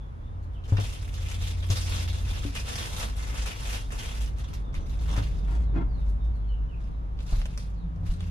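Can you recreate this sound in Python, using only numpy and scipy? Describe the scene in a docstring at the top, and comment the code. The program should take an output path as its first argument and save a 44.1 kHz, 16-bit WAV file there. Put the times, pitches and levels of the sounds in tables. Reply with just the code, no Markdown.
"""Traffic drones through a bare camper van's open doors; birds whistle far outside and an engine swells.
A roll of foil insulation is picked up, bumping the furniture, and turned over: its skin crackles in
countless tiny buckles and single creases snap. The engine fades, a step rocks the floor, and a metal
tube is dragged out, juddering and ringing. Last, the roll is carried off close past the microphone,
with more steps and bumps, as the engine swells again."""
import sys
import numpy as np
from scipy import signal
from scipy.io import wavfile
from scipy.ndimage import uniform_filter1d

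SR = 44100
rng = np.random.default_rng(int(sys.argv[2]) if len(sys.argv) > 2 else 0)


def generate_wav(signal):
    """Clip the signal to [-1, 1] and save it as 16-bit WAV at the path in sys.argv[1]."""
    frames = np.transpose(np.atleast_2d(signal))
    scaled = np.clip(frames, -1, 1) * 32767
    pcm = np.round(scaled).astype(np.int16)
    wavfile.write(sys.argv[1], SR, pcm)


N = 366030
TIME = np.arange(N) / SR
EDGES = 20 * 2 ** (np.arange(25) / 2.5)  # filter bank, 0.4 octave a band [Hz]
CENTRES = np.sqrt(EDGES[1:] * EDGES[:-1])
BANDS = [signal.butter(2, band, "band", fs=SR, output="sos") for band in zip(EDGES, EDGES[1:])]
CABIN_T60_S, DIRECT_DB = 0.13, -4

# Table levels are relative: each layer adds its own gain.
# stereo image of diffuse sound: (frequency [Hz], left-right correlation [-1..1])
STEREO_IMAGE = [(50, 0.98), (100, 0.84), (230, 0.085), (470, 0.0024), (750, -0.6), (1250, -0.72),
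                (1750, -0.41), (2400, -0.019), (3500, 0.54), (4300, 0.18), (5200, -0.16), (14000, -0.088)]
# tone colours of street rumble and outdoor air: (frequency [Hz], level [dB])
RUMBLE_COLOUR = [(22, 6), (35, 9.5), (55, 12.5), (75, 4.5), (110, 4.5), (165, -11), (220, -8), (320, -16.5),
                 (600, -20.5), (1200, -24.5), (3000, -64.5)]
AIR_COLOUR = [(100, -15), (400, -2), (900, 5), (1500, -2.5), (2200, -10.5), (3500, -15), (4400, -21),
              (5200, -21), (6500, -19.5), (8000, -32), (11000, -21), (15000, -29.5)]
# fader rides for the rumble, the cabin's low drone, its higher boom, an engine: (time [s], level [dB])
RUMBLE_RIDE = [(0.0, -44), (2.2, -39.5), (3.5, -41.5), (4.6, -39.5), (5.7, -37), (6.5, -41.5), (8.3, -42.5)]
DRONE_RIDE = [(0.0, -60), (0.32, -37), (2.47, -33), (2.63, -54), (3.05, -31.5), (4.07, -38), (4.21, -26),
              (4.53, -36), (5.02, -26), (6.66, -25.5), (6.7, -32.5), (8.3, -36)]
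BOOM_RIDE = [(0, -92), (4.3, -58), (5.2, -39), (6.7, -51), (8.0, -38)]
ENGINE_RIDE = [(0.0, -67), (0.35, -34), (1.0, -36.5), (1.4, -28), (2.15, -26.5), (2.5, -39.5), (3.0, -37.5),
               (3.6, -84), (7.5, -72), (8.0, -34.5), (8.3, -28.5)]
# bird notes, mostly downward slurs: (time [s], length [s], start pitch [Hz], fall [octaves], level [dB])
BIRD_NOTES = [(0.0, 0.024, 3630, 0.13, -63.5), (0.169, 0.14, 3360, -0.13, -73.5),
              (0.522, 0.062, 3700, 0.57, -64.5), (4.613, 0.099, 3744, 0.15, -66.5),
              (4.784, 0.058, 6145, 0.089, -64.5), (5.387, 0.058, 3720, 0.057, -72),
              (5.601, 0.12, 4490, 0.44, -72), (5.877, 0.15, 4950, 0.57, -69),
              (6.173, 0.074, 3640, -0.0096, -69.5), (6.326, 0.04, 4710, 0.24, -70),
              (6.4, .045, 3700, 0.29, -71), (6.45, .06, 4450, .15, -74), (6.482, 0.072, 3070, 0.14, -61),
              (6.68, 0.08, 3180, 0.5, -64), (6.905, 0.049, 4280, 0.3, -74), (7.746, 0.075, 4794, 0.5, -70)]
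# footfalls: (time [s], level [dB])
FOOTFALLS = [(4.774, -19), (7.325, -16.5), (7.379, -19.5), (8.088, -16.5)]
# pulls of the tube over an edge: (time [s], length [s], judder [dB], ring [dB], slide [dB])
TUBE_DRAGS = [(5.461, 0.12, -42, -48.5, -54), (5.552, 0.11, -51, -69, -63.5), (5.708, 0.042, -35, -56, -76),
              (5.735, 0.068, -26, -39.5, -78), (5.795, 0.039, -25.5, -38, -64)]
# modes of the edge, the tube, a hollow cabinet, its thin panel: (frequency [Hz], level [dB], t60 [s])
EDGE_MODES = [(179, 6, 0.37), (275.5, 5.5, 0.095), (329.4, -1, 0.15), (380, -7, 0.057)]
TUBE_MODES = [(697, 0.5, 0.12), (822, 0.5, 0.093), (936, -1, 0.11), (1040, 0, .05), (1218, -5, 0.1),
              (1365, 0, 0.05), (1570, -13, 0.05), (2090, -13, 0.17), (2440, -10, 0.066), (3320, -17, 0.07),
              (4479, -32, .18)]
CABINET_MODES = [(102, -2, 0.23)]
PANEL_MODES = [(282.5, -7, 0.15), (234, -3, 0.0081), (537, -23.5, 0.094)]
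# tone colours of the tube's rasp, its sliding hiss and the foil's crackle: (frequency [Hz], level [dB])
RASP_COLOUR = [(150, 17), (450, -2), (1000, 10), (2000, -2), (4000, -23), (12000, -55)]
HISS_COLOUR = [(500, -16), (1600, 11), (3300, 1.5), (5000, -10), (7200, -14), (12000, -11)]
FOIL_COLOUR = [(200, 10), (300, -3.5), (450, 4.5), (800, 1.5), (1200, 2), (1800, -1), (2500, -1.5),
               (3300, -1.5), (4300, -3.5), (5200, -9), (6400, -1.5), (7800, -9.5), (10000, -7.5),
               (14000, -9.5)]
# hits on the furniture: (time [s], thump [dB], knock [dB], clack [dB])
FURNITURE_HITS = [(0.722, -9.5, -31, -36.5), (0.783, -15.5, -58, -33), (1.7, -14.5, -43, -34.5),
                  (2.451, -26, -20, -68), (4.678, -53, -39.5, -49), (4.793, -46, -35, -46),
                  (5.12, -39, -31, -57), (5.178, -18, -27.5, -37), (5.752, -46, -35, -43),
                  (7.325, -22, -69, -39), (7.966, -30, -65, -53), (8.031, -29, -39, -54)]
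# single creases giving way: (time [s], level [dB], crisp treble [dB], fold pitch [Hz])
CREASES = [(0.428, -57, -16, 4250), (0.532, -63, -11, 3300), (0.6388, -42, -22.5, 3100),
           (0.769, -24.5, -32, 2300), (0.839, -31.5, -18, 2580), (0.923, -34.5, -15, 3140),
           (1.1409, -36.5, -16, 3120), (1.299, -31.5, -16, 2150), (1.626, -32.5, -32, 3308),
           (1.702, -24.5, -14, 3360), (1.759, -27.5, -18, 3692), (2.5528, -27, -19, 2200),
           (2.562, -24, -25.5, 2493), (2.9856, -41, 1, 3200), (3.166, -39.5, -12, 3482),
           (3.4609, -28, -18, 2500), (3.697, -37, -8, 2588), (3.744, -26.5, -25, 3885),
           (3.905, -32.5, -23, 1701), (4.2091, -42.5, -5.5, 3503), (4.2606, -36, -19.5, 2888),
           (4.385, -39.5, -18, 1907), (4.5373, -38.5, -14.5, 2104), (4.742, -32, -25, 2140),
           (5.1131, -35, -20, 5710), (5.164, -24.5, -26.5, 1412), (5.224, -35, -23, 4230),
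           (5.2737, -41, -19, 2673), (5.3693, -50, -15, 4020), (6.081, -57, -6, 4040),
           (6.243, -53, -18, 3300), (6.353, -73, -3, 11000), (7.19, -37, -35, 3564),
           (7.205, -37, -33, 4020), (7.416, -29.5, -36, 1750), (7.4559, -30, -18, 2810),
           (7.5761, -29.5, -19, 5815), (7.961, -52, -21, 4216), (8.139, -40.5, -18.5, 4190),
           (8.206, -34, -28, 3416)]
# flexes of the roll in the hands, and one long, soft flex as it is turned over:
# (time [s], length [s], level [dB], swell [dB], crisp treble [dB], hollow body [dB], fold pitch [Hz])
HAND_FLEXES = [(0.688, 0.015, -55, 2, -3, 1, 2860), (0.797, 0.15, -48.5, -2.5, -3.5, -10, 2700),
               (1.152, 0.2, -50, 4, -5.5, -11.5, 2344), (1.424, 0.051, -44, -0.5, -4.5, -12, 3500),
               (1.713, .1, -42.5, 0, -2.5, -10.5, 3750), (1.868, .14, -42, 1.5, -4, -7, 3470),
               (2.064, 0.08, -48.5, -2, -5.5, -9.5, 3863), (2.283, 0.18, -47, -4, -5, -8, 3300),
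               (2.55, 0.045, -46, 0, -2, -8, 2697), (2.671, 0.17, -42, 1.5, -2.5, -6, 3300),
               (2.919, 0.048, -49, 3, 2.5, -3, 3392), (2.993, 0.026, -41, 1, -2.5, -3, 3235),
               (3.179, 0.24, -47.5, 5, -3, -5, 2740), (3.459, 0.046, -42.5, -1, -5, -6.5, 2600),
               (3.579, 0.16, -46, 7.5, -1.5, -5.5, 2897), (3.926, .035, -52, -6, -1, -0.5, 2503),
               (3.99, .23, -47.5, -5.5, -4, -6, 2867), (4.382, .17, -57.5, -2, -6, -3.5, 3378),
               (4.752, .02, -56, -2, -10, -5, 3300), (4.86, 0.21, -58.5, 8, -2.5, -3.5, 2940),
               (5.08, .11, -50, 3.5, -8, 2, 3170), (5.215, 0.23, -60, -7, -7, -12, 3496),
               (5.958, 0.11, -71, 3, -3, 5, 3600), (6.813, 0.053, -65.5, -3, -9.5, -2.5, 3480),
               (7.2, 0.015, -60.5, 0.5, -4.5, -10, 4030), (7.273, 0.12, -54, 0, -3.5, -6, 4097),
               (7.469, 0.079, -61.5, 1.5, -6, -7, 2816), (7.597, 0.025, -57.5, -2, -3.5, -14, 3998),
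               (8.062, 0.044, -57.5, -1, -3.5, -4.5, 3706), (8.213, 0.094, -58, -6.5, -7, -7, 3150)]
TURNING_FLEX = (1.01, 2, -55, 2, -1.5, -6, 3197)


def from_db(db):
    """Decibels to gain."""
    return np.exp(np.asarray(db) * (np.log(10) / 20))


def rms_one(x):
    """Scale to unit power."""
    return x / np.sqrt(np.mean(x ** 2) + 1e-20)


def lowpass(x, hz, order=2):
    """Roll off the top."""
    return signal.sosfilt(signal.butter(order, hz, fs=SR, output="sos"), x)


def automation(rows):
    """One curve for each column after the time, read at every sample."""
    knots, *columns = np.transpose(rows)
    return [np.interp(TIME, knots, column) for column in columns]


def at_hz(points, hz=CENTRES):
    """A spectrum read on a log-frequency axis."""
    knots, values = np.transpose(points)
    return np.interp(np.log(hz), np.log(knots), values)


def drift(per_s):
    """A random wobble at unit power."""
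    knots = rng.standard_normal(int(N / SR * per_s) + 2)
    return rms_one(np.interp(TIME * per_s, np.arange(len(knots)), knots))


def clicks(s, heights):
    """Single-sample impulses at the times s."""
    return np.bincount(np.clip(np.round(s * SR).astype(int), 0, N - 1), heights, N) + 1e-18


def ring(force, modes):
    """Each click of force sets every mode ringing as a dying sine."""
    out = 0
    for hz, db, t60 in modes:
        r, w = np.exp(-np.log(1000) / (t60 * SR)), 2 * np.pi * hz / SR
        out = out + signal.lfilter([0, from_db(db) * np.sin(w)], [1, -2 * r * np.cos(w), r * r], force)
    return out


def stereo_noise(gains_db, size=N):
    """Diffuse mid/side noise at unit power, with one gain for each band."""
    out, white = 0, rng.standard_normal((2, 2, size + SR // 4))
    for k, (band, hz, db) in enumerate(zip(BANDS, CENTRES, gains_db)):
        mid, side = signal.sosfilt(band, white[k % 2])[:, -size:]
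        alike = at_hz(STEREO_IMAGE, hz)
        out = out + from_db(db) * (np.sqrt(1 + alike) * mid + np.sqrt(1 - alike) * side * [[1], [-1]])
    return rms_one(out)


def reverb(x, direct_db=DIRECT_DB, t60=CABIN_T60_S):
    """The direct sound and, just behind it, a dense dying wash of reflections; power is kept."""
    t = TIME[:SR // 3]
    response = stereo_noise(np.zeros(len(BANDS)), len(t)) * np.exp(-np.log(1000) * t / t60) * (t > .002)
    response /= np.sqrt(np.sum(response ** 2) / 2)
    lag = rng.integers(0, 13, 2)
    response[[0, 1], lag] += from_db(direct_db)
    return signal.fftconvolve(x[None], response, axes=1)[:, :N] / np.sqrt(1 + from_db(direct_db) ** 2)


def hum(ride, hz, wander_hz, gain_db, lead_rad=0.31):
    """A low tone of unsteady pitch that reaches the left microphone a little earlier."""
    phase = 2 * np.pi * np.cumsum(hz + wander_hz * drift(25)) / SR
    return from_db(automation(ride)[0] + gain_db) * np.sqrt(2) * np.sin([phase + lead_rad, phase])


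def cabin_boom(hz=166, width_hz=22, gain_db=-3):
    """Street noise rings in a higher, damped air mode of the cabin."""
    mode = signal.butter(2, [hz - width_hz / 2, hz + width_hz / 2], "band", fs=SR, output="sos")
    boom = rms_one(signal.sosfilt(mode, rng.standard_normal(N)))
    return from_db(automation(BOOM_RIDE)[0] + gain_db) * boom


def street():
    """The bed: rumble and air through the doors, two cabin air modes stirred by traffic, an engine."""
    rumble = from_db(automation(RUMBLE_RIDE)[0] + 6.5) * stereo_noise(at_hz(RUMBLE_COLOUR))
    air = from_db(-58) * stereo_noise(at_hz(AIR_COLOUR))
    cabin = hum(DRONE_RIDE, hz=51.75, wander_hz=2.55, gain_db=-1) + cabin_boom()
    engine = hum(ENGINE_RIDE, hz=87.8, wander_hz=1.3, gain_db=-3)
    return rumble + air + cabin + engine


def birds(gain_db=2.7):
    """Slurred, buzzy whistles, scattered by the yard's echoes."""
    song, buzz = np.zeros(N), 1 + .016 * drift(450)
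    for s, length, start_hz, fall, db in BIRD_NOTES:
        on = (TIME >= s) & (TIME < s + length)
        along = (TIME[on] - s) / length
        hz = start_hz * 2 ** (-fall * along) * buzz[on]
        envelope = from_db(db + gain_db) * np.sqrt(2 * np.sin(np.pi * along))
        song[on] += envelope * np.sin(2 * np.pi * np.cumsum(hz) / SR)
    return reverb(song, direct_db=-8, t60=.33)


def steps(floor_hz=35.4, floor_t60_s=0.33):
    """The weight of a foot rocks the van on its springs."""
    s, db = np.transpose(FOOTFALLS)
    sway = ring(clicks(s, from_db(db)), [(floor_hz, 0, floor_t60_s)])
    return lowpass(sway, hz=120)


def tube(slips_per_s=700, fade_s=0.021, rasp_db=-2):
    """Sticking and slipping, the tube shakes the edge under it, rings and rasps, squeals and hisses."""
    def driven(force, push, modes):
        """Modes ringing at about the level of the push."""
        return ring(force * push + 1e-18, modes) / np.std(ring(force[:SR] + 1e-18, modes))

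    slips = (rng.random(N) < slips_per_s / SR) * rng.standard_normal(N)
    fine_slips = np.gradient(np.gradient(slips))  # brighter, to reach the upper modes
    envelopes = 0
    for s, length, *levels_db in TUBE_DRAGS:
        gate = np.clip(np.minimum(TIME - s, s + length - TIME) / fade_s, 0, 1)
        envelopes = envelopes + np.outer(from_db(levels_db), gate)
    judder, ringing, sliding = envelopes
    edge = driven(slips, judder, EDGE_MODES)
    metal = driven(slips, ringing, TUBE_MODES)
    squeal = driven(fine_slips, sliding, TUBE_MODES)
    rasp = from_db(rasp_db) * ringing * stereo_noise(at_hz(RASP_COLOUR))
    hiss = sliding * stereo_noise(at_hz(HISS_COLOUR))
    return reverb(edge, direct_db=4.5) + reverb(metal + squeal, direct_db=-1) + rasp + hiss


def bumps(contact_hz=500, clack_t60_s=0.21, panel_wet_db=-7):
    """A soft blow booms in the cabinet, knocks on its panel and clatters briefly."""
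    s, thump_db, knock_db, clack_db = np.transpose(FURNITURE_HITS)
    thump = ring(clicks(s, from_db(thump_db)), CABINET_MODES)
    knock = ring(lowpass(clicks(s, from_db(knock_db)), contact_hz), PANEL_MODES)
    decay = np.exp(-np.log(1000) / (clack_t60_s * SR))
    tails = signal.lfilter([1], [1, -decay], clicks(s, from_db(clack_db)))
    clack_colour = at_hz([(80, -20), (200, 3), (450, 0), (1100, -4), (2200, -22), (9000, -45)])
    clack = uniform_filter1d(tails, SR // 100) * stereo_noise(clack_colour)
    return thump + knock + from_db(panel_wet_db) * reverb(knock, direct_db=-35) + clack


def buckles(s, db, crisp_db, body_db, pitch_hz, scatter_db, pitch_db, octaves):
    """Each facet of the foil flips with a click and favours a pitch of its own, scattered at random around the
    fold's pitch."""
    out, facet_hz = np.zeros(N), pitch_hz * 2 ** (octaves * rng.standard_normal(len(s)))
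    for band, hz in zip(BANDS, CENTRES):
        if hz > FOIL_COLOUR[0][0]:
            treble = crisp_db * at_hz([(3600, 0.083), (8000, 1)], hz)
            body = body_db * at_hz([(1100, 1.0), (2600, 0.069)], hz)
            peak = pitch_db * np.exp(-4 * np.log2(hz / facet_hz) ** 2)
            level = db + at_hz(FOIL_COLOUR, hz) + treble + body + peak + rng.normal(0, scatter_db, len(s))
            out += signal.sosfilt(band, clicks(s, from_db(level) * rng.choice([-1, 1], len(s))))
    return out


def fold_ring(x, hz, boost_db, q, block=128):
    """The bent sheet boosts a narrow band of its crackle, whose centre moves as the fold changes."""
    band, state = np.zeros(N), np.zeros(2)
    for i in range(0, N, block):
        w = 2 * np.pi * hz[i] / SR
        r = np.exp(-w / (2 * q))
        b, a = np.array([1, 0, -1]) * (1 - r * r) / 2, [1, -2 * r * np.cos(w), r * r]
        band[i:i + block], state = signal.lfilter(b, a, x[i:i + block], zi=state)
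    return x + (from_db(boost_db) - 1) * band


def snaps(gain_db=18, crisp_db=22, body_db=-3, run_s=.018, close_from_s=7.0, facets=7):
    """A crease lets go, sets off its neighbours and rings its fold; up close it is drier and shorter."""
    s, db, crisp, hz = np.transpose(CREASES)
    latest = np.maximum(np.searchsorted(s - run_s / 2, TIME) - 1, 0)
    out, follows = 0, np.arange(facets) > 0
    far = (s < close_from_s, run_s, -1, -6, 10)
    close = (s >= close_from_s, run_s / 2, 5, -12, 5)
    for chosen, spread_s, direct_db, trail_db, ring_db in (far, close):
        when = s[chosen, None] + follows * spread_s * rng.random((chosen.sum(), facets))
        level = db[chosen, None] + gain_db + follows * trail_db
        treble, pitch = np.repeat(crisp[chosen] + crisp_db, facets), np.repeat(hz[chosen], facets)
        cascade = buckles(when.ravel(), level.ravel(), treble, body_db, pitch,
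                          scatter_db=0.7, pitch_db=2.5, octaves=0.29)
        out = out + reverb(fold_ring(cascade, hz[latest], ring_db, q=26), direct_db)
    return out


def handling(attack_db_per_s=446, release_db_per_s=155):
    """Flexes set in, swell or ease, then relax, blending into level, treble, body [dB] and pitch [Hz]."""
    knots = TIME[::32]
    power, crisp, body, pitch = 1e-10, 0, 0, 1e-10 * TURNING_FLEX[-1]
    for s, length, db, swell_db, crisp_db, body_db, hz in HAND_FLEXES + [TURNING_FLEX]:
        t = knots - s
        hold_db = db + swell_db * (np.clip(t / length, 0, 1) - .5)
        fade_db = attack_db_per_s * np.clip(-t, 0, 1) + release_db_per_s * np.clip(t - length, 0, 1)
        share = from_db(hold_db - fade_db) ** 2
        power += share
        crisp += share * crisp_db
        body += share * body_db
        pitch += share * hz
    curves = [knots, 10 * np.log10(power), crisp / power, body / power, pitch / power]
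    return automation(np.transpose(curves))


def crinkle(per_s=800, spread_db=2.5, clump_db=5, gain_db=7, crisp_db=6, body_db=6, folds=4):
    """Harder handling flips more facets; they come in clumps, from several folds whose pitches wander."""
    effort_db, crisp, body, fold_hz = handling()
    effort_db = effort_db + 0.69 * drift(22)  # the level wavers slightly
    rate = per_s * from_db((effort_db + 45) * .5)
    flips = rng.random(N) < rate * from_db(clump_db * drift(70)) / SR
    s = TIME[flips]
    size_db = spread_db * np.minimum(rng.exponential(1, len(s)), 4.5)
    # the work of the hands is shared among the facets that flip at about the same moment
    power = uniform_filter1d(clicks(s, from_db(size_db) ** 2), SR // 22)
    db = gain_db + effort_db[flips] + size_db - 10 * np.log10(power[flips] + 1e-9)
    pops = np.array([s, db, crisp[flips] + crisp_db, body[flips] + body_db, fold_hz[flips]])
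    out, fold = 0, rng.integers(0, folds, len(s))
    for k in range(folds):
        crackle = buckles(*pops[:, fold == k], scatter_db=0.5, pitch_db=5.5, octaves=1.25)
        wander_octaves = 0.26 * drift(16)
        out = out + reverb(fold_ring(crackle, fold_hz * 2 ** wander_octaves, boost_db=6.5, q=10.7))
    return out


def scene(furniture_pan_db=1.5):
    """The mix: foil up front, bumps and tube a little to the left, steps, birds and street behind."""
    furniture = (bumps() + tube()) * from_db([[furniture_pan_db], [-furniture_pan_db]])
    return crinkle() + snaps() + furniture + steps() + birds() + street()


def record(dry, top_hz=9940, cutoff_hz=15000):
    """The microphone's top rolls off, then is cut steeply."""
    soft = lowpass(lowpass(dry, top_hz), hz=13500, order=4)
    return signal.sosfilt(signal.ellip(10, .2, 80, cutoff_hz, fs=SR, output="sos"), soft)


dry = scene()
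out = record(dry)
generate_wav(out)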